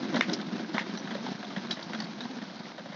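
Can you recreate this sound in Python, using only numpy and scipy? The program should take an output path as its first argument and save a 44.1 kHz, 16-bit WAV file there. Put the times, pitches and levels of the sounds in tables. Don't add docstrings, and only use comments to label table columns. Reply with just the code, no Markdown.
import sys
import numpy as np
from scipy import signal
from scipy.io import wavfile
from scipy.ndimage import uniform_filter1d

SR = 44100
rng = np.random.default_rng(int(sys.argv[2]) if len(sys.argv) > 2 else 0)


def wrap_up_sound(samples):
    columns = np.atleast_2d(samples).T
    tamed = np.clip(columns, -1, 1)
    steps = np.round(tamed * 32767).astype(np.int16)
    wavfile.write(sys.argv[1], SR, steps)


def volts_from_decibels(level):
    exponent = np.asarray(level, float) / 20
    return 10 ** exponent


N = 130095

# time in seconds, level in dB.
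ROLLING_LEVEL = [
    (0.0, -33.5),
    (0.57, -37.5),
    (0.91, -36),
    (1.16, -36.5),
    (1.42, -37),
    (1.91, -36.5),
    (2.0, -38.5),
    (2.24, -38),
    (2.95, -40),
]
# pitch in Hz, width in Hz, level in dB.
SHELL_RINGS = [(205, 32.4, 1), (240, 76, -2), (304.7, 33, -3.5), (362, 37, -6.5), (508.5, 77, -8),
               (690, 115, -4.5), (934, 120, -8), (1300, 56, -12.5), (1567, 250, -6), (2145, 190, -11.5),
               (3160, 200, -17), (3840, 670, -6), (4400, 560, -23.5), (5300, 750, -31)]
# pitch in Hz, level in dB per Hz.
TREAD_COLOUR = [(24, -75), (40, -38.5), (215, 2.5), (428, -22), (697, -14), (2630, -22.5), (3750, -21),
                (5840, -23.5), (7970, -53.5), (10400, -87), (17500, -120)]
# start in seconds, peak in dB, pitch in Hz, time to fall
# 60 dB in seconds.
BUMPS = [(0.024, -38, 232, 0.049), (0.087, -34, 207, 0.15), (0.147, -19.5, 240, 0.044),
         (0.281, -28, 332, 0.24), (0.402, -34, 193, 0.052), (0.474, -29.5, 178, 0.049),
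         (0.52, -31, 203.5, 0.1), (0.742, -20.5, 224.7, 0.039), (0.809, -32, 205, 0.027),
         (0.882, -36, 220, 0.04), (0.933, -28.5, 226.8, 0.063), (1.042, -33.5, 256, 0.035),
         (1.11, -38, 217, 0.067), (1.15, -26.5, 204.3, 0.035), (1.189, -34.5, 205, 0.1),
         (1.287, -29, 213, 0.043), (1.348, -33, 205, 0.033), (1.569, -25.5, 199.5, 0.051),
         (1.894, -37.5, 206.5, 0.14), (1.982, -30.5, 212, 0.15), (2.031, -33.5, 176.5, 0.089),
         (2.089, -34, 216.6, 0.13), (2.212, -34, 244, 0.071), (2.253, -28.5, 223, 0.026),
         (2.299, -33, 261, 0.085), (2.422, -29, 227, 0.037), (2.598, -39, 211, 0.084),
         (2.896, -34, 202, 0.026),
         (0.039, -32.5, 244, 0.063), (0.13, -24.5, 293, 0.063), (0.164, -25.5, 225.5, 0.054),
               (0.185, -23, 233.5, 0.058), (0.224, -37, 225, 0.042), (0.3, -28.5, 310.6, 0.096),
               (0.319, -27.5, 319, 0.045), (0.339, -32.5, 337, 0.026), (0.542, -29, 232, 0.062),
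               (0.597, -29.5, 361.5, 0.019), (1.11, -32, 224.7, 0.11), (1.235, -33.5, 247, 0.13),
               (1.313, -27, 240, 0.052), (1.699, -31, 234.3, 0.08), (0.014, -35.5, 304, 0.065),
               (0.284, -28, 184, 0.11), (0.325, -28, 393, 0.046), (0.688, -33.5, 335, 0.054),
               (1.942, -32.5, 233, 0.06), (2.129, -36, 215.5, 0.046), (2.362, -34.5, 257, 0.08),
               (2.47, -37.5, 193, 0.12), (2.644, -34.5, 216, 0.07), (2.86, -36, 224, 0.024)]
# start in seconds, peak in dB, pitch in Hz, length in
# seconds, shell share in dB.
RATTLES = [(0.055, -33.5, 774, 0.006, 5), (0.143, -21.5, 610, 0.014, 2.5),
           (0.162, -19.5, 1580, 0.0079, 15), (0.293, -25.5, 705, 0.0075, 0.5),
           (0.3316, -24.5, 5670, 0.0034, -5.5), (0.397, -32, 1480, 0.0067, 10),
           (0.42, -40.5, 740, 0.0051, 4), (0.5948, -30, 744, 0.0046, -1.5),
           (0.742, -23, 635, 0.014, 3), (0.7644, -26.5, 1300, 0.016, 2), (0.812, -28, 1890, 0.015, 9),
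           (0.974, -31, 3900, 0.0071, 2), (1.0744, -27.5, 690, 0.0056, 5),
           (1.108, -28.5, 652, 0.011, 5), (1.149, -25.5, 565, 0.0058, -6.5),
           (1.263, -26, 930, 0.024, 3), (1.4277, -35, 730, 0.0053, -17),
           (1.444, -32.5, 700, 0.0079, -6.5), (1.503, -33, 1200, 0.0061, -3),
           (1.5628, -25, 1700, 0.003, 13), (1.6694, -28.5, 3880, 0.0057, 5.5),
           (1.77, -31, 618, 0.0062, 2.5), (1.793, -28.5, 646, 0.0051, -0.5),
           (1.826, -33, 3910, 0.0071, -4),
           (1.707, -27.5, 1760, 0.0037, -3), (1.713, -32.5, 5170, 0.027, 6),
                 (1.897, -32, 960, 0.0087, -3), (1.933, -29, 750, 0.0033, 5),
                 (1.9465, -29.5, 1610, 0.0076, -1), (2.001, -28, 5100, 0.0091, 6),
                 (2.02, -32.5, 710, 0.007, 0), (2.2054, -28.5, 3880, 0.0064, 2.5),
                 (2.253, -31.5, 990, 0.0045, 3), (2.417, -34, 670, 0.0084, 4),
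                 (2.498, -40.5, 644, 0.0037, 2), (2.7793, -33, 600, 0.0099, 0.5),
                 (2.7945, -34.5, 674, 0.0051, 0), (2.857, -33.5, 728, 0.0045, -5),
                 (2.921, -35, 617, 0.0061, 0), (2.9424, -37, 600, 0.0055, 2)]
# start in seconds, peak in dB, pitch in Hz,
# time to fall 60 dB in seconds.
KNOCKS = [(0.1596, -23.5, 4030, 0.011), (0.297, -26, 3770, 0.013), (0.3325, -19.5, 5590, 0.017),
          (0.3348, -21, 5010, 0.026), (0.3356, -22, 4090, 0.027), (0.348, -29, 5500, .012),
          (0.4135, -28.5, 3570, 0.0099), (0.468, -34.5, 3750, .015), (0.5656, -36, 2680, .015),
          (0.5945, -36, 1500, 0.01), (0.646, -34, 1600, 0.024), (0.7415, -38, 3420, .012),
          (0.748, -45, 4060, 0.025), (0.7834, -20, 950, 0.021), (0.7924, -23, 2150, .02),
          (0.7969, -20.5, 1810, 0.019), (0.809, -40, 2150, .015), (0.8634, -36, 1860, .015),
          (0.912, -36, 3050, 0.014), (0.9737, -35.5, 3980, 0.022), (1.028, -36, 1750, .012),
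          (1.3937, -34.5, 4000, 0.011), (1.428, -30.5, 1600, 0.02), (1.4496, -31.5, 3490, 0.017),
          (1.7088, -21.5, 4700, .015), (1.7097, -20, 3220, 0.025), (1.7125, -19.5, 3950, 0.041),
          (1.8287, -31.5, 4560, 0.017), (1.9342, -21.5, 1370, 0.0055), (1.946, -31, 1590, 0.017),
          (1.9485, -28.5, 3350, 0.027), (2.002, -24.5, 4490, 0.017), (2.022, -31, 4530, 0.017),
          (2.0252, -35, 910, 0.0098), (2.042, -32, 4400, .015), (2.1327, -37, 1630, 0.014),
          (2.2058, -28.5, 3724, 0.043), (2.236, -35.5, 3950, 0.045), (2.386, -37, 1600, 0.02),
          (2.451, -39.5, 1500, .015), (2.6334, -39, 3770, .02), (2.655, -36.5, 2000, 0.027),
          (0.2205, -25, 1856, 0.032), (0.782, -27.5, 3430, .012), (1.722, -28.5, 3880, 0.087)]
# start in seconds, peak in dB, top pitch in Hz, scuff level in dB, scuff length in seconds.
SANDAL_SLAPS = [
    (0.2087, -7.5, 4960, -18, 0.035),
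    (0.78, -13.5, 2740, -16.5, 0.027),
]
# pitch in Hz, width in Hz, level in dB.
SOLE_RINGS = [(710, 320, -13.5), (1020, 170, -5), (1470, 240, -1), (2057, 170, 5.5), (2870, 350, -7),
              (3610, 200, -2.5), (5230, 1800, -6)]
# start in seconds, length in seconds, pitch in Hz, level in dB.
PLASTIC_SQUEAK = (.972, .046, 5800, -43)


def rms_one(x):
    return x / np.sqrt(np.mean(x ** 2) + 1e-20)


def drift(rate_hz):
    r = np.exp(-80 * np.pi * rate_hz / SR)
    slow = signal.lfilter([1], [1, -2 * r, r * r], rng.standard_normal(N // 40 + 2002))
    slow = slow[2000:]
    return np.interp(np.arange(N) / 40, np.arange(len(slow)), rms_one(slow - slow.mean()))


def resonate(x, hz, width_hz):
    r = np.exp(-np.pi * width_hz / SR)
    gain = (1 - r * r) / 2
    feedback = [1, -2 * r * np.cos(2 * np.pi * hz / SR), r * r]
    return signal.lfilter(np.array([1, 0, -1]) * gain, feedback, x + 1e-18)


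def add(out, start_s, sound, peak_db):
    i = int(start_s * SR)
    sound = sound[:N - i]
    out[i:i + len(sound)] += volts_from_decibels(peak_db) * sound / np.abs(sound).max()


def grit(roughness):
    grains_per_s, size_spread_db, bass_fade_db_per_s = 1500, 2.5, 4
    sizes = volts_from_decibels(size_spread_db * np.minimum(rng.exponential(1, N), 4)) * rng.choice([-1, 1], N)
    clicks = sizes * (rng.random(N) < grains_per_s / SR) * volts_from_decibels(1.6 * roughness)
    from_middle_s = np.arange(N) / SR - 1.5
    out = np.zeros(N)
    for hz, width_hz, db in SHELL_RINGS:
        fade_db = bass_fade_db_per_s * (hz < 450) * from_middle_s
        ring = rms_one(resonate(clicks * rng.standard_normal(N), hz, width_hz))
        out += volts_from_decibels(db - fade_db) * ring
    return volts_from_decibels(-4.5) * rms_one(out)


def tread(roughness):
    edges = 40 * 2 ** np.arange(0, 7.8, 1 / 3)
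    white = rng.standard_normal((2, N))
    hz, db = np.transpose(TREAD_COLOUR)
    out = np.zeros(N)
    for k, (low, high) in enumerate(zip(edges, edges[1:])):
        band = signal.sosfilt(signal.butter(2, [low, high], "band", fs=SR, output="sos"), white[k % 2])
        colour_db = np.interp(np.log(low * high) / 2, np.log(hz), db)
        flicker_db = 1.3 * (1.3 * roughness + drift(15))
        out += band * volts_from_decibels(colour_db + flicker_db)
    return volts_from_decibels(-6) * rms_one(out)


def bumps():
    push_s, upper_ratio, upper_db = 0.007, 1.7, -12.5
    out, t = np.zeros(N), np.arange(SR // 4) / SR
    for start_s, peak_db, hz, t60_s in BUMPS:
        shape = (1 - np.exp(-t / push_s)) * volts_from_decibels(-60 * t / max(t60_s, 0.02))
        low = np.sin(2 * np.pi * hz * t)
        upper = volts_from_decibels(upper_db) * np.sin(2 * np.pi * hz * upper_ratio * t)
        add(out, start_s, shape * (low + upper), peak_db)
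    return out


def rattles():
    clicks_per_s, first_click, width_share = 3500, 2.9, 0.077
    tail_s, tail_db = 0.025, -13
    partner_ratio, partner_db = 0.783, -6.5
    out, t = np.zeros(N), np.arange(SR // 8) / SR
    for start_s, peak_db, hz, length_s, shell_db in RATTLES:
        chance, size = rng.random(len(t)), rng.standard_normal(len(t))
        clicks = size * (0.26 + 2 * (chance < clicks_per_s / SR))
        clicks[0] = first_click
        clicks *= np.exp(-(t / length_s) ** 1.35) + volts_from_decibels(tail_db) * np.exp(-t / tail_s)
        shell = np.zeros(len(t))
        for k, (ring_hz, width_hz, db) in enumerate(SHELL_RINGS[4:]):
            shell += (-1) ** k * volts_from_decibels(db) * rms_one(resonate(clicks, ring_hz, width_hz * 2.64))
        shell = rms_one(shell) + volts_from_decibels(-4) * rms_one(resonate(clicks, 3500, 2800))
        part = resonate(clicks, hz, hz * width_share)
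        part -= volts_from_decibels(partner_db) * resonate(clicks, hz * partner_ratio, hz * width_share)
        add(out, start_s, rms_one(part) + volts_from_decibels(shell_db) * shell, peak_db)
    return out


def knocks():
    rise_s, overtone_ratio, overtone_db, snap_db = 0.00039, 1.4, -14, -6.5
    crunch_db, crunch_lasts, crunch_width = -6.5, 2.86, 0.54
    out, t = np.zeros(N), np.arange(SR // 10) / SR
    for start_s, peak_db, hz, t60_s in KNOCKS:
        fall = volts_from_decibels(-60 * t / min(t60_s, 0.08))
        overtone = volts_from_decibels(overtone_db) * fall * np.sin(2 * np.pi * hz * overtone_ratio * t)
        ring = np.sin(2 * np.pi * hz * t) + overtone
        crunch = rms_one(resonate(rng.standard_normal(len(t)), hz, hz * crunch_width))
        crunch *= fall ** (1 / crunch_lasts) * volts_from_decibels(crunch_db) / 2
        snap = resonate(1.0 * (t == 0), hz, hz)
        snap *= volts_from_decibels(snap_db) / snap.max()
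        add(out, start_s, (1 - np.exp(-t / rise_s)) * (fall * ring + crunch) - snap, peak_db - 2)
    return out


def slaps():
    slap_s, echo_s, echo_size = 0.001, 0.001725, 0.49
    scuff_delay_s, scuff_hz, scuff_width_hz = 0.008, 1900, 800
    out, t = np.zeros(N), np.arange(SR // 8) / SR
    for start_s, peak_db, top_hz, scuff_db, scuff_s in SANDAL_SLAPS:
        push = -np.exp(-((t - slap_s) * SR / 3) ** 2)
        push -= echo_size * np.exp(-((t - slap_s - echo_s) * SR / 3) ** 2)
        push += 0.3 * rng.standard_normal(len(t)) * np.exp(-t / slap_s / 2)
        crack = sum(volts_from_decibels(db) * rms_one(resonate(push, hz, width_hz)) for hz, width_hz, db in SOLE_RINGS)
        dull = signal.butter(2, top_hz, fs=SR, output="sos")
        add(out, start_s, signal.sosfilt(dull, -crack), peak_db)
        scuff = resonate(rng.standard_normal(len(t)), scuff_hz, scuff_width_hz)
        scuff *= np.minimum(t / 0.0017, 1) * np.exp(-(t / scuff_s) ** 2)
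        add(out, start_s + scuff_delay_s, scuff, peak_db + scuff_db)
    return out


def squeak():
    start_s, length_s, hz, db = PLASTIC_SQUEAK
    t = np.arange(N) / SR - start_s
    tone = rms_one(resonate(resonate(rng.standard_normal(N), hz, 350), hz, 350))
    return volts_from_decibels(db) * tone * np.clip(np.minimum(t / 0.0024, (length_s - t) / 0.031), 0, 1)


def hum():
    return volts_from_decibels(-81 + 3 * drift(5)) * np.sin(2 * np.pi * 60 * np.arange(N) / SR)


def road_roughness(thumps, near_db):
    shaken = uniform_filter1d(thumps ** 2, size=int(0.023 * SR)) / volts_from_decibels(near_db) ** 2
    patches = 1.3 * np.tanh(0.5 * drift(16) + 0.7 * drift(45))
    return patches + 0.14 * (10 * np.log10(np.clip(shaken, 0.05, 2.5)) + 5)


def scene():
    near_db = np.interp(np.arange(N) / SR, *np.transpose(ROLLING_LEVEL))
    thumps = bumps()
    roughness = road_roughness(thumps, near_db)
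    rolling = volts_from_decibels(near_db) * (grit(roughness) + tread(roughness))
    sources = rolling + thumps + rattles() + knocks() + slaps() + squeak()
    low_cut = signal.butter(4, 131.6, "high", fs=SR, output="sos")
    return (signal.sosfilt(low_cut, sources) + hum())[None]


def top_cut(x):
    return signal.sosfilt(signal.butter(12, 8120, fs=SR, output="sos"), x)


def record(dry):
    x = signal.sosfilt(signal.butter(8, 5997, fs=SR, output="sos"), dry)
    x = signal.sosfilt(signal.cheby2(12, 45, 8250, fs=SR, output="sos"), x)
    hiss_top = signal.butter(8, 15500, fs=SR, output="sos")
    hiss = volts_from_decibels(-92.5) * signal.sosfilt(hiss_top, rng.standard_normal(dry.shape))
    return top_cut(x + hiss)


dry = scene()
out = record(dry)
wrap_up_sound(out)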